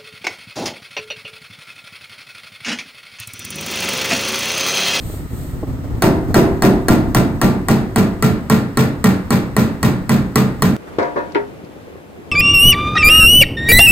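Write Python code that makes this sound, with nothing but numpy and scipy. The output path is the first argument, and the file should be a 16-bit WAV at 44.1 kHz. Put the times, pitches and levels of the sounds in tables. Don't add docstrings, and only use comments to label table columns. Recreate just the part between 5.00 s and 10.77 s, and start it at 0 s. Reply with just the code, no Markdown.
import sys
import numpy as np
from scipy import signal
from scipy.fft import rfft, irfft
from scipy.io import wavfile
from scipy.ndimage import uniform_filter1d

SR = 44100
rng = np.random.default_rng(int(sys.argv[2]) if len(sys.argv) > 2 else 0)


def wrap_up_sound(samples):
    columns = np.atleast_2d(samples).T
    tamed = np.clip(columns, -1, 1)
    steps = np.round(tamed * 32767).astype(np.int16)
    wavfile.write(sys.argv[1], SR, steps)


N = 254266

# (frequency [Hz], relative level [dB])
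RUMBLE_COLOUR = [(15, -25), (25, -8), (40, -7), (70, -2.5), (125, -4), (200, -14.5), (255, -9.5),
                 (300, -14), (400, -21), (800, -30.5), (1360, -37.5), (2500, -54)]
HISS_COLOUR = [(900, -1), (1300, 13.5), (1600, 5.5), (1860, 11.5), (2400, 3), (4200, -2.5), (5600, -2),
               (8200, -18), (13500, -22), (16000, -11.5)]
HAND_COLOUR = [(2000, -12), (4200, -8.5), (5600, -15.5), (8200, -3.5), (13500, -7), (16000, -10.5)]
# (time [s], level [dB])
RUMBLE_RIDE = [(0, -27.5), (1.6, -21), (3.8, -32.5), (5.77, -29.5)]
# (pitch [Hz], level [dB])
WHINE_TONES = [(1242, -62), (1261, -64), (1847, -65), (2702, -68), (2822, -73)]
# (loudest at [s], level [dB], rise [s], fall [s])
HAND_STROKES = [(.11, -40, 0.16, .13), (.4, -44, .12, 0.19)]
# (time [s], level [dB], pitch [Hz])
THUMP_CUES = [(0.097, -15.5, 121), (0.138, -18, 109), (0.445, -23, 139), (0.6305, -4.5, 117),
              (0.951, -29, 264), (0.968, -24, 150), (1.304, -8, 125)]
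# (pitch [Hz], relative level [dB])
HOLLOW_MODES = [(290, 4.5), (430, -1), (620, -6), (820, -11), (1080, -14)]
# (time [s], blow [dB], hardness [dB], head ping [dB], sheet boom [dB])
TAP_CUES = [(1.022, -3, 1.5, 3, -1.5), (1.3434, -1, -2, 3.5, -1.5), (1.6222, -2.5, -2.5, 4.5, -1),
            (1.8841, -3.5, 2, 4, 1.5), (2.1476, -4.5, 3.5, -1.5, 0.5), (2.4153, -5, 2.5, -15, 1),
            (2.6851, -5.5, 1, -3, 0), (2.9599, -5.5, 1.5, -1, 0.5), (3.2247, -6, 2, -3, 3),
            (3.4988, -5, 2.5, 5, 0.5), (3.7724, -5, 0.5, 4.5, 0), (4.0418, -5, 3.5, -1.5, -0.5),
            (4.3056, -6, -0.5, 7, 0), (4.5658, -5.5, 0.5, 0, -0.5), (4.8296, -6.5, 2.5, 3, 3),
            (5.0937, -6, 1.5, 1, 1.5), (5.3574, -5.5, 5, 1, -1), (5.622, -6.5, 6, 6, 2.5)]
# (pitch [Hz], near level [dB], far level [dB], t60 [s])
KNOCK_MODES = [(436, -3, -17, 0.021), (744, -6.5, -19, 0.03), (1119, -23, -15, 0.049),
               (1380, -19.5, -17.5, 0.045), (1636, -9, -17.5, 0.027), (1919, -22, -11, 0.044),
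               (2260, -28.5, -25, 0.018), (2870, -25, -26.5, 0.0042), (4950, -9, -7, 0.0027),
               (4090, -27, -16, 0.0094), (4340, -16, -20.5, 0.021), (7330, -5, -10.5, 0.0027),
               (8100, -5.5, -1.5, 0.0026), (13250, -3.5, -4, 0.0016)]
# (pitch [Hz], near level [dB], far level [dB], t60 [s])
SHEET_MODES = [(100.3, -11, -13, 0.52), (131.7, -8, -5, 0.45), (154.7, -14, -22.5, 0.92),
               (190.7, -5, -4, 0.36), (219.7, -10.5, -2.5, 0.44), (242.7, -14.5, -17, 0.55),
               (278.6, -14.5, -15, 0.86), (312.5, -6, -26, 0.9), (353.5, -6.5, -18, 0.71),
               (384, -8.5, -22.5, 0.83), (431.6, -25, -12, 0.42), (493.5, -25.5, -22, 0.18),
               (568, -19, -22, 0.38), (610, -17, -20.5, 0.39), (667, -15.5, -30.5, 0.62),
               (715, -18, -37, 0.74), (803, -18, -20, 0.43), (886, -26, -36, 0.58), (960, -27, -30, 0.12),
               (1010, -34, -16.5, 0.21), (1088, -29, -25.5, 0.38), (1190, -25.5, -22, 0.52),
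               (1383, -22, -18, 0.35), (1497, -32, -26.5, 0.19), (1850, -23, -19.5, 0.28),
               (2000, -37, -19, 0.062), (2290, -40, -28.5, 0.44)]
# (band centre [Hz], crack [dB], crack t60 [s], near wash [dB], far wash [dB],
# wash swell [s], wash t60 [s])
TAP_BANDS = [(70.4, -39, .06, -2, -32, 0.0071, 0.19), (178.4, -38, 0.023, -10, -3, 0.0089, 0.56),
             (246, -3, 0.035, -5.5, -10.5, 0.019, 0.71), (365, -9, 0.013, -10, -10.5, 0.029, 0.57),
             (655, -12.5, 0.019, -11, -16.5, 0.0093, 0.57), (1120, -14, 0.037, -17.5, -17.5, 0.0043, 0.69),
             (2124, -22.5, 0.084, -21, -19, 0.007, 0.5), (3000, -24.5, 0.15, -25.5, -23.5, 0.0062, 0.41),
             (4450, -35, 0.04, -25, -21.5, 0.009, 0.41), (5400, -20, 0.086, -23.5, -24, 0.0063, 0.33),
             (7370, -43, 0.03, -31, -24, 0.0084, 0.33), (8930, -22, 0.044, -23, -24, 0.0036, 0.27),
             (9520, -11, 0.058, -26, -25, 0.014, 0.49), (12100, -20, 0.042, -22, -18, .012, 0.25),
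             (15100, -20, 0.017, -21.5, -22, 0.014, 0.23), (17000, -10, .04, -46, -24, 0.0075, 0.28)]
# (frequency [Hz], amplitude share [0-1])
TAP_SHARE = [(2000, .76), (5000, .55)]
# (delay [s], level [dB])
SLAPS = [(.0045, -10.5), (.009, -15), (0.0207, -11.5), (0.0247, -7.5), (.031, -14), (.046, -17.5)]
# (frequency [Hz], likeness [0-1])
PORT_LIKENESS = [(40, 0.73), (160, 0.83), (350, 0.82), (700, 0.59), (1400, 0.067), (2800, 0.14),
                 (5500, 0.31), (9000, 0.84), (14000, 0.64)]
# (frequency [Hz], level [dB])
PORT_BALANCE = [(60, 1.5), (110, -1), (200, -1), (380, -1), (700, 0.5), (1290, 1), (2380, 1), (4400, -1),
                (8120, -1), (15000, 0.5)]
# (frequency [Hz], phase [rad])
PORT_PHASE = [(0, 0), (1030, -0.3), (2930, 1.9), (4310, 0.1), (4910, -2.9), (5860, -3.6), (6890, -6.1),
              (8180, -6.5), (9730, -9.2), (11600, -9.8), (12500, -12.2), (14400, -12.6), (15800, -15.4),
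              (16200, -15.2)]

BOOM_BELOW_HZ, PING_FROM_HZ, PING_TO_HZ = 260, 4000, 4500
LEAVES_S, TRAVEL_S, SPEEDING = 1.05, 2.25, 1.1
TAP_N = 20000
TIME, TAP_TIME, TAP_HZ = np.arange(N) / SR, np.arange(TAP_N) / SR, np.fft.rfftfreq(TAP_N, 1 / SR)


def gain_of(db):
    return 10 ** (np.asarray(db) / 20)


def unit_rms(x):
    return x / np.sqrt(np.mean(x ** 2) + 1e-20)


def curve_at(points, hz):
    f, value = np.transpose(points)
    return np.interp(np.log(hz + 1), np.log(f + 1), value)


def add(mix, s, sound):
    part = mix[:, round(s * SR):][:, :sound.shape[1]]
    part += sound[:, :part.shape[1]]


def left_port(hz):
    return gain_of(curve_at(PORT_BALANCE, hz)) * np.exp(1j * curve_at(PORT_PHASE, hz))


def at_ports(noise, hz):
    same = np.clip(curve_at(PORT_LIKENESS, hz), 0, 1)
    return np.array([noise[0] * left_port(hz), same * noise[0] + np.sqrt(1 - same ** 2) * noise[1]])


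def wander(rate_hz):
    low = signal.butter(2, rate_hz, fs=SR, output="sos")
    return unit_rms(signal.sosfilt(low, rng.standard_normal(N + SR))[SR:])


def noise_bed(colour):
    hz = np.fft.rfftfreq(N, 1 / SR)
    white = at_ports(rfft(rng.standard_normal((2, N))), hz)
    return unit_rms(irfft(white * gain_of(curve_at(colour, hz)), N))


def rumble():
    ride_db = np.interp(TIME, *np.transpose(RUMBLE_RIDE))
    return gain_of(ride_db + 2.36 * wander(rate_hz=15.8)) * noise_bed(RUMBLE_COLOUR)


def hiss(level_db=-47.5):
    return gain_of(level_db + 0.23 * wander(rate_hz=18)) * noise_bed(HISS_COLOUR)


def whines(waver_db=3.0):
    return sum(np.sqrt(2) * gain_of(db + waver_db * wander(rate_hz=4))
               * np.sin(2 * np.pi * (hz * TIME + rng.random((2, 1)))) for hz, db in WHINE_TONES)


def hand_swishes(drop_db=-13.5, air_db=-53.5):
    level = gain_of(air_db)
    for s, db, rise, fall in HAND_STROKES:
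        from_peak = (TIME - s) / np.where(TIME < s, rise, fall)
        level = level + gain_of(db + drop_db * np.minimum(from_peak ** 2, 20))
    return level * noise_bed(HAND_COLOUR)


def thumps(attack_s=0.0032, t60=0.034, hollow_db=-5):
    out, t = np.zeros((2, N)), np.arange(4000) / SR
    for s, db, hz in THUMP_CUES:
        hollow = sum(gain_of(hollow_db + mode_db) * np.sin(2 * np.pi * (mode_hz * t + rng.random()))
                     for mode_hz, mode_db in HOLLOW_MODES)
        envelope = gain_of(db - 60 * t / t60) * (1 - np.exp(-t / attack_s))
        add(out, s, envelope * (np.sin(2 * np.pi * hz * t) + hollow)[None])
    return out


def along(near_db, far_db, place):
    return 10 * np.log10((1 - place) * gain_of(near_db) ** 2 + place * gain_of(far_db) ** 2)


def knock(place, ping_db):
    hz, near_db, far_db, t60 = np.array(KNOCK_MODES).T[:, :, None]
    scatter, detune = rng.standard_normal((len(hz), 2)).T[:, :, None]
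    db = along(near_db, far_db, place) + 1.6 * scatter + ping_db * (hz > PING_FROM_HZ) * (hz < PING_TO_HZ)
    rings = gain_of(db - 60 * TAP_TIME / t60) * np.sin(2 * np.pi * hz * (1 + 0.02 * detune) * TAP_TIME)
    return rings[::2].sum(0) - rings[1::2].sum(0)


def crack(band_noise, attack_samples=10):
    db, t60 = np.array(TAP_BANDS).T[1:3, :, None]
    attack = 1 - np.exp(-TAP_TIME * SR / attack_samples)
    return (attack * gain_of(db - 60 * TAP_TIME / t60) * band_noise).sum(0)


def sheet_ring(place, boom_db, near_cycles=2.9, far_cycles=1.5):
    hz, near_db, far_db, t60 = np.array(SHEET_MODES).T[:, :, None]
    scatter, phase, detune = rng.standard_normal((len(hz), 3)).T[:, :, None]
    db = along(near_db, far_db, place) + 1.7 * scatter + boom_db * (hz < BOOM_BELOW_HZ)
    build = 1 - np.exp(-TAP_TIME * hz / (near_cycles + place * (far_cycles - near_cycles)))
    tones = np.sin(2 * np.pi * hz * (1 + 0.009 * detune) * TAP_TIME + 0.45 * phase)
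    return (build * gain_of(db - 60 * TAP_TIME / t60) * tones).sum(0)


def with_slap(sound, send_db=0, soak_db_per_khz_ms=-0.25):
    echoes = sum(gain_of(db + soak_db_per_khz_ms * TAP_HZ * s) * np.exp(-2j * np.pi * TAP_HZ * s)
                 for s, db in SLAPS)
    spectrum = rfft(sound) * (1 + gain_of(send_db) * echoes)
    return irfft(np.array([spectrum * left_port(TAP_HZ), spectrum]))


def hall_wash(band_noise, place, boom_db, delay_s=0.0093, clatter_db=3.5, clatter_s=0.043):
    hz, _, _, near_db, far_db, swell_s, t60 = np.array(TAP_BANDS).T[:, :, None]
    lumps = unit_rms(uniform_filter1d(uniform_filter1d(rng.standard_normal(TAP_N), 130), 90))
    lumps_db = clatter_db * lumps * np.exp(-TAP_TIME / clatter_s) * (hz > 900)
    db = along(near_db, far_db, place) + boom_db * (hz < BOOM_BELOW_HZ) + lumps_db
    swell = 1 - np.exp(-np.maximum(TAP_TIME - delay_s, 0) / swell_s)
    return (swell * gain_of(db - 60 * TAP_TIME / t60) * band_noise).sum(1)


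def band_filters():
    centres = np.array(TAP_BANDS)[:, 0]
    bands = np.sqrt([curve_at(np.c_[centres, row], TAP_HZ) for row in np.eye(len(centres))])
    return bands * TAP_N / np.sqrt(4 * (bands ** 2).sum(1, keepdims=True))


def tap_noise():
    return rfft(rng.standard_normal((3, TAP_N))) / np.sqrt(TAP_N)


def hammer_taps():
    out, bands = np.zeros((2, N)), band_filters()
    fade_out = np.clip((TAP_N - 400 - np.arange(TAP_N)) / 4000, 0, 1)
    common, share = tap_noise(), curve_at(TAP_SHARE, TAP_HZ)
    for s, blow_db, hard_db, ping_db, boom_db in TAP_CUES:
        place = np.clip((s - LEAVES_S) / TRAVEL_S, 0, 1) ** SPEEDING
        noise = share * common + np.sqrt(1 - share ** 2) * tap_noise()
        tail = hall_wash(irfft(at_ports(noise, TAP_HZ)[:, None] * bands), place, boom_db)
        body = with_slap(sheet_ring(place, boom_db), send_db=-2)
        attack = with_slap(knock(place, ping_db) + crack(irfft(noise[2] * bands)))
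        add(out, s, gain_of(blow_db) * (gain_of(hard_db) * attack + body + tail) * fade_out)
    return out


def scene():
    return hammer_taps() + thumps() + rumble() + hand_swishes() + hiss() + whines()


def record(dry, gap_from_hz=9750, gap_to_hz=11550, gap_db=-25, top_hz=16400):
    rounded = 1.2 * np.tanh(dry / 1.2)
    corners_hz = [0, gap_from_hz - 250, gap_from_hz + 250, gap_to_hz - 250, gap_to_hz + 250, SR / 2]
    notch = signal.firwin2(255, corners_hz, gain_of([0, 0, gap_db, gap_db, 0, 0]), fs=SR)
    high_cut = signal.firwin(511, top_hz, window=("kaiser", 9), fs=SR)
    return signal.oaconvolve(rounded, np.convolve(notch, high_cut)[None], "same")


dry = scene()
out = record(dry)
wrap_up_sound(out)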